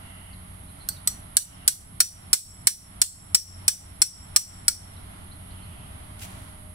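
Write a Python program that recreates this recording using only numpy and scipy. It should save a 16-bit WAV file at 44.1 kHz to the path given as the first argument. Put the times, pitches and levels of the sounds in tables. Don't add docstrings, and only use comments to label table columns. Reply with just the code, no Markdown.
import sys
import numpy as np
from scipy import signal
from scipy.fft import rfft, irfft, next_fast_len
from scipy.io import wavfile
from scipy.ndimage import uniform_filter1d, map_coordinates

SR = 44100
rng = np.random.default_rng(int(sys.argv[2]) if len(sys.argv) > 2 else 0)


def transcribe(u):
    v = np.clip(np.atleast_2d(u).T, -1, 1)
    q = np.round(v * 32767).astype(np.int16)
    wavfile.write(sys.argv[1], SR, q)


N = 297316

# (time [s], strength [dB], hammer head relative level [dB], stake's bright modes relative level [dB])
HAMMER_BLOWS = [(0.8876, -19, -7, -20), (1.0737, -12.5, -2, -10), (1.3681, -3, -2.5, -4),
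                (1.6771, -1, -4.5, -4.5), (2.0031, 1, 4, -1.5), (2.33, 3.5, -5, 4.5), (2.6701, 1.5, 0, -3),
                (3.016, 0, -18, 2.5), (3.3464, -0.5, 3, 4.5), (3.6798, -0.5, 3, -0.5), (4.0178, -2, 1.5, 6),
                (4.3611, 0, 2.5, 4.5), (4.681, -5, -1.5, 4.5)]
# (frequency [Hz], relative level [dB])
CRACK_SPECTRUM = [(250, -18.5), (600, -22), (1000, -16.5), (1400, -13), (2700, -12), (4500, -3), (6600, -3),
                  (8200, 1.5), (9900, 3.5), (10800, -7.5), (12200, -9.5), (13300, -17.5), (15300, -7),
                  (16500, -21.5)]
# (frequency [Hz], relative level [dB], t60 [s])
STAKE_MODES = [(3470, -22.5, 0.06), (4300, -7.5, 0.064), (4730, -18.5, 0.036), (5420, -15, 0.0084),
               (7920, -5, 0.049), (8050, -15.5, 0.015), (8434, 0, 0.038), (9850, -3, 0.044),
               (11700, -21, 0.031), (12170, -16.5, 0.05), (13740, -21.5, 0.023)]
# (mean frequency [Hz], relative level [dB], t60 [s])
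BENDING_MODES = [(1398, -20.5, 0.078), (1769, -21.5, 0.075), (2295, -21, 0.046)]
# (frequency [Hz], relative level [dB], t60 [s])
BRIGHT_MODES = [(5468, 0, 0.04), (7680, 0, 0.05), (9700, -14.5, 0.018)]
# (frequency [Hz], left minus right [dB])
CLINK_LEAN = [(2500, 0.5), (4500, 2.5), (8000, 1), (12500, -9.0)]
# (frequency [Hz], t60 [s])
NEAR_DECAY = [(300, 0.046), (1500, 0.13), (4000, 0.25), (8000, 0.28), (15000, 0.24)]
# (frequency [Hz], t60 [s])
FAR_DECAY = [(5500, 0.59), (7700, 0.61), (10000, 0.3)]
# (time [s], level before the soft onset and decay [dB], t60 [s])
GRASS_RUSTLES = [(6.19, -42.5, 0.28), (6.213, -32, 0.14), (6.239, -41, 0.18), (6.281, -51, 1.0)]
# (frequency [Hz], relative level [dB])
GRASS_SPECTRUM = [(300, -20), (1200, -7), (2800, 1.5), (4200, -3.5), (6000, -2), (9000, 0), (12000, -4.5),
                  (16000, -10)]
# (time [s], length [s], start frequency [Hz], end frequency [Hz], relative level [dB])
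SHORT_GLIDES = [(.322, 0.028, 4980, 3580, -57), (0.672, 0.045, 4300, 3850, -65),
                (0.789, 0.054, 4110, 4130, -58), (0.891, 0.029, 4550, 4400, -44),
                (0.952, 0.033, 4600, 3440, -54), (4.957, 0.033, 4500, 3300, -59),
                (5.307, 0.027, 3520, 4780, -55.5), (5.494, 0.034, 3600, 4800, -60.5),
                (5.62, 0.033, 4200, 4630, -62)]
# (time [s], length [s], centre frequency [Hz], level [dB])
BIRD_TRILLS = [(0, 0.37, 2880, -57.5), (0, 0.4, 2020, -60), (1.384, 0.3, 2910, -59),
               (5.466, 0.45, 3060, -61), (5.551, 0.4, 2600, -63.5)]
# (frequency [Hz], level before wavering [dB])
ENGINE_LINES = [(27, -59.5), (54, -57.5), (91.5, -49.5), (183, -57.5), (277, -66)]
# (time [s], level before wavering [dB])
ENGINE_WHINE = [(0, -71), (4.7, -70.5), (5.4, -68.5), (6.74, -62.5)]
# (frequency [Hz], relative level [dB])
RUMBLE_SPECTRUM = [(15, -5), (30, -1.5), (80, 5), (140, -2), (210, -6.5), (300, -15.5), (450, -18.5),
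                   (900, -55)]
# (time [s], level before wavering [dB])
RUMBLE_COURSE = [(0, -48.5), (2.8, -47), (5.9, -45.5), (6.74, -47)]
# (frequency [Hz], relative level [dB])
BREEZE_SPECTRUM = [(200, 8), (480, -7.5), (640, 3.5), (1050, 1.5), (1350, 1.5), (1700, -4), (2050, -0.5),
                   (2500, -7), (3100, -4), (4300, -10.5), (6000, -19.5), (9000, -21), (15000, -41)]
# (time [s], level before wavering [dB])
BREEZE_COURSE = [(0, -49), (3.3, -50.5), (4.6, -47.5), (5.2, -50), (6.25, -45.5), (6.74, -51)]
# (frequency [Hz], relative level [dB])
HISS_SPECTRUM = [(3000, -40), (7600, -21), (8700, -1), (9600, -1), (10500, 5.5), (11200, 2.5), (11700, -9),
                 (12600, -30), (15500, -42)]
# (frequency [Hz], left-right likeness [-1 to 1])
OUTDOOR_LIKENESS = [(60, 0.98), (130, 0.92), (290, 0.51), (640, -0.8), (1410, -0.24), (3100, -0.28),
                    (6820, 0.14), (15000, 0.018)]
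# (frequency [Hz], left minus right [dB])
OUTDOOR_LEAN = [(200, 0.5), (380, 1), (700, -9.5), (1290, -2), (4400, -1.5), (8120, 0), (15000, -20.5)]

HEAD_HZ, HEAD_DB, HEAD_T60_S = 5816, -19, 0.25
CRACK_DB, CRACK_NEAR_DB, STAKE_NEAR_DB, FAR_DB = 1.07, -12.5, -17.5, -26
CHATTER_S, CHATTER_DOUBLES_DB = 0.0079, 12
GRIP_S, ATTACK_S = 0.018, 0.0046
SINK_BLOWS = 3.7
# (level with no free length [dB], change at full free length [dB])
KNOCK_DB, LOW_MODES_DB, TREBLE_DB = (2, -4.5), (-3, 5.5), (1.4, 6.5)
TOP_HZ = 15800


def hammering():
    out = np.zeros((2, N))
    t = np.arange(SR // 2) / SR
    for blow, (s, db, head_db, bright_db) in enumerate(HAMMER_BLOWS):
        crack = face_crack(t, db)
        bright = amp(bright_db) * ring(BRIGHT_MODES, t, detune=0.0032, scatter_db=2.5)
        stake = stake_ring(t, bright)
        near = scattered(amp(CRACK_NEAR_DB) * crack + amp(STAKE_NEAR_DB) * stake, NEAR_DECAY)
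        far = amp(FAR_DB) * scattered(bright, FAR_DECAY)
        clink = sinking_colour(crack + stake + near + far, blow)
        onset = 1 - fade(t, ATTACK_S)
        add(out, s, amp(db) * (clink + head_note(t, head_db)) * onset)
    return out


def face_crack(t, strength_db):
    chatter = CHATTER_S * 2 ** (strength_db / CHATTER_DOUBLES_DB)
    roughness = amp(1.9 * wobble(890, size=len(t)))
    contact = np.exp(-(t / chatter) ** 1.23) * roughness
    return amp(CRACK_DB) * contact * noise(CRACK_SPECTRUM, len(t))


def stake_ring(t, bright):
    damped = ring(STAKE_MODES, t, detune=0.0046, scatter_db=5.0)
    bending = ring(BENDING_MODES, t, detune=0.067, scatter_db=4.5)
    grip = 0.25 + 0.57 * np.exp(-(t / GRIP_S) ** 2)
    return (bright + damped + bending) * grip


def head_note(t, head_db):
    phase = np.array([[0], [1.2]])
    return amp(HEAD_DB + head_db) * fade(t, HEAD_T60_S) * np.sin(2 * np.pi * HEAD_HZ * t + phase)


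def sinking_colour(clink, blow):
    free = np.exp(-blow / SINK_BLOWS)
    knock_db, low_db, treble_db = [sunk + free * more for sunk, more in (KNOCK_DB, LOW_MODES_DB, TREBLE_DB)]
    colour = [(2500, knock_db), (3300, 0), (4250, low_db), (5300, 0),
              (10000, 0), (11800, treble_db), (14000, 0)]
    return filtered(clink, lambda hz: amp(along(colour, hz)) * balance(CLINK_LEAN, hz))


def ring(modes, t, detune, scatter_db):
    hz, db, t60 = np.transpose(modes)[:, :, None]
    hz = hz * (1 + detune * rng.standard_normal(hz.shape))
    gain = amp(db + scatter_db * rng.standard_normal((2, *hz.shape)))
    phase = 2 * np.pi * rng.random(hz.shape) + 1.52 * rng.standard_normal(gain.shape)
    return np.sum(gain * fade(t, t60) * np.sin(2 * np.pi * hz * t + phase), axis=1)


def scattered(x, decay):
    hz, t, z = signal.stft(rng.standard_normal((2, SR // 2)), SR, nperseg=256)
    t60 = along(decay, hz)[:, None]
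    tail = signal.istft(z * fade(t, t60), SR, nperseg=256)[1]
    tail = tail / np.linalg.norm(tail[0])
    return signal.fftconvolve(x, tail, axes=1)[:, :x.shape[1]]


def grass():
    out = np.zeros((2, N))
    t = np.arange(SR // 2) / SR
    for s, db, t60 in GRASS_RUSTLES:
        snaps_db = 3.1 * wobble(722, size=len(t))
        clumps_db = 2.1 * wobble(86, size=len(t))
        grains = unit(amp(snaps_db + clumps_db))
        envelope = fade(t, t60) * (1 - fade(t, 0.021))
        add(out, s, amp(db) * envelope * grains * noise(GRASS_SPECTRUM, len(t)))
    return out


def short_glides():
    out = np.zeros((2, N))
    for s, length, start_hz, end_hz, db in SHORT_GLIDES:
        pitch = np.linspace(start_hz, end_hz, int(length * SR))
        pitch = pitch * (1 + 0.048 * wobble(922, size=len(pitch)))
        glide = np.hanning(len(pitch)) * np.sin(2 * np.pi * np.cumsum(pitch) / SR)
        glide = np.pad(glide, (0, SR // 4))[None]
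        add(out, s, amp(db + 4.0) * (glide + scattered(glide, NEAR_DECAY)))
    return out


def bird_trills():
    out = np.zeros((2, N))
    for s, length, hz, db in BIRD_TRILLS:
        size = int(length * SR)
        band = [(hz * .7, -70), (hz * .92, -6), (hz, 0), (hz * 1.1, -6), (hz * 1.4, -70)]
        add(out, s, amp(db) * signal.windows.tukey(size, .25) * noise(band, size))
    return out


def outdoors():
    rumble = amp(course(RUMBLE_COURSE) + 1.3 * wobble(8)) * spread(RUMBLE_SPECTRUM)
    breeze = amp(course(BREEZE_COURSE) + 1.19 * wobble(6)) * spread(BREEZE_SPECTRUM)
    hiss = amp(-51.0) * spread(HISS_SPECTRUM)
    return engine() + rumble + breeze + hiss


def engine():
    t = np.arange(N) / SR
    hum = np.zeros(N)
    for hz, db in list(ENGINE_LINES) + [(613, course(ENGINE_WHINE))]:
        level = amp(db + 1.57 * wobble(4.006)) * np.sqrt(2)
        hum += level * np.sin(2 * np.pi * hz * t + 0.62 * wobble(7))
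    return hum


def spread(spectrum):
    def mid_side(hz):
        turn = np.arccos(np.clip(along(OUTDOOR_LIKENESS, hz), -1, 1)) / 2
        return np.array([np.cos(turn), np.sin(turn)])

    mid, side = filtered(noise(spectrum, N), mid_side)
    pair = np.array([mid + side, mid - side])
    return unit(filtered(pair, lambda hz: balance(OUTDOOR_LEAN, hz)))


def course(points):
    return np.interp(np.arange(N) / SR, *np.transpose(points))


def balance(lean, hz):
    return amp(along(lean, hz) * np.array([[.5], [-.5]]))


def amp(db):
    return 10 ** (np.asarray(db) / 20)


def unit(x):
    return x / np.sqrt(np.mean(x ** 2) + 1e-20)


def along(points, hz):
    f, v = np.transpose(points)
    return np.interp(np.log(hz + 1), np.log(f + 1), v)


def fade(t, t60):
    return np.exp(-np.log(1000) * t / t60)


def wobble(rate, size=N):
    knots = rng.standard_normal(int(size * rate / SR) + 4)
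    return map_coordinates(knots, [np.arange(size) * rate / SR])


def filtered(x, response):
    n = x.shape[-1]
    m = next_fast_len(n + SR // 8)
    return irfft(rfft(x, m) * response(np.fft.rfftfreq(m, 1 / SR)), m)[..., :n]


def noise(spectrum, size):
    white = rng.standard_normal((2, size))
    return unit(filtered(white, lambda hz: amp(along(spectrum, hz))))


def add(track, s, sound):
    part = track[:, round(s * SR):][:, :sound.shape[-1]]
    part += sound[..., :part.shape[-1]]


def scene():
    return hammering() + grass() + short_glides() + bird_trills() + outdoors()


def limiter(x, ceiling_db, hold_s, release_s):
    block = SR // 1000
    power = np.pad((x ** 2).mean(0), (0, -N % block)).reshape(-1, block).mean(1)
    level_db = 10 * np.log10(abs(uniform_filter1d(power, size=4)) + 1e-12)
    over = np.maximum(level_db - ceiling_db, 0)
    age = np.arange(SR // block) * block / SR
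    memory = np.exp(-np.maximum(age - hold_s, 0) / release_s)
    history = np.lib.stride_tricks.sliding_window_view(np.pad(over, (len(age) - 1, 0)), len(age))
    cut_db = (history * memory[::-1]).max(1)
    return x * amp(-np.interp(np.arange(N), np.arange(len(cut_db)) * block, cut_db))


def record(dry):
    held = limiter(dry, ceiling_db=-8.5, hold_s=0.096, release_s=0.084)
    rounded = held / (1 + held ** 8) ** (1 / 8)
    return filtered(rounded, lambda hz: 1 / (1 + (hz / TOP_HZ) ** 160))


dry = scene()
out = record(dry)
transcribe(out)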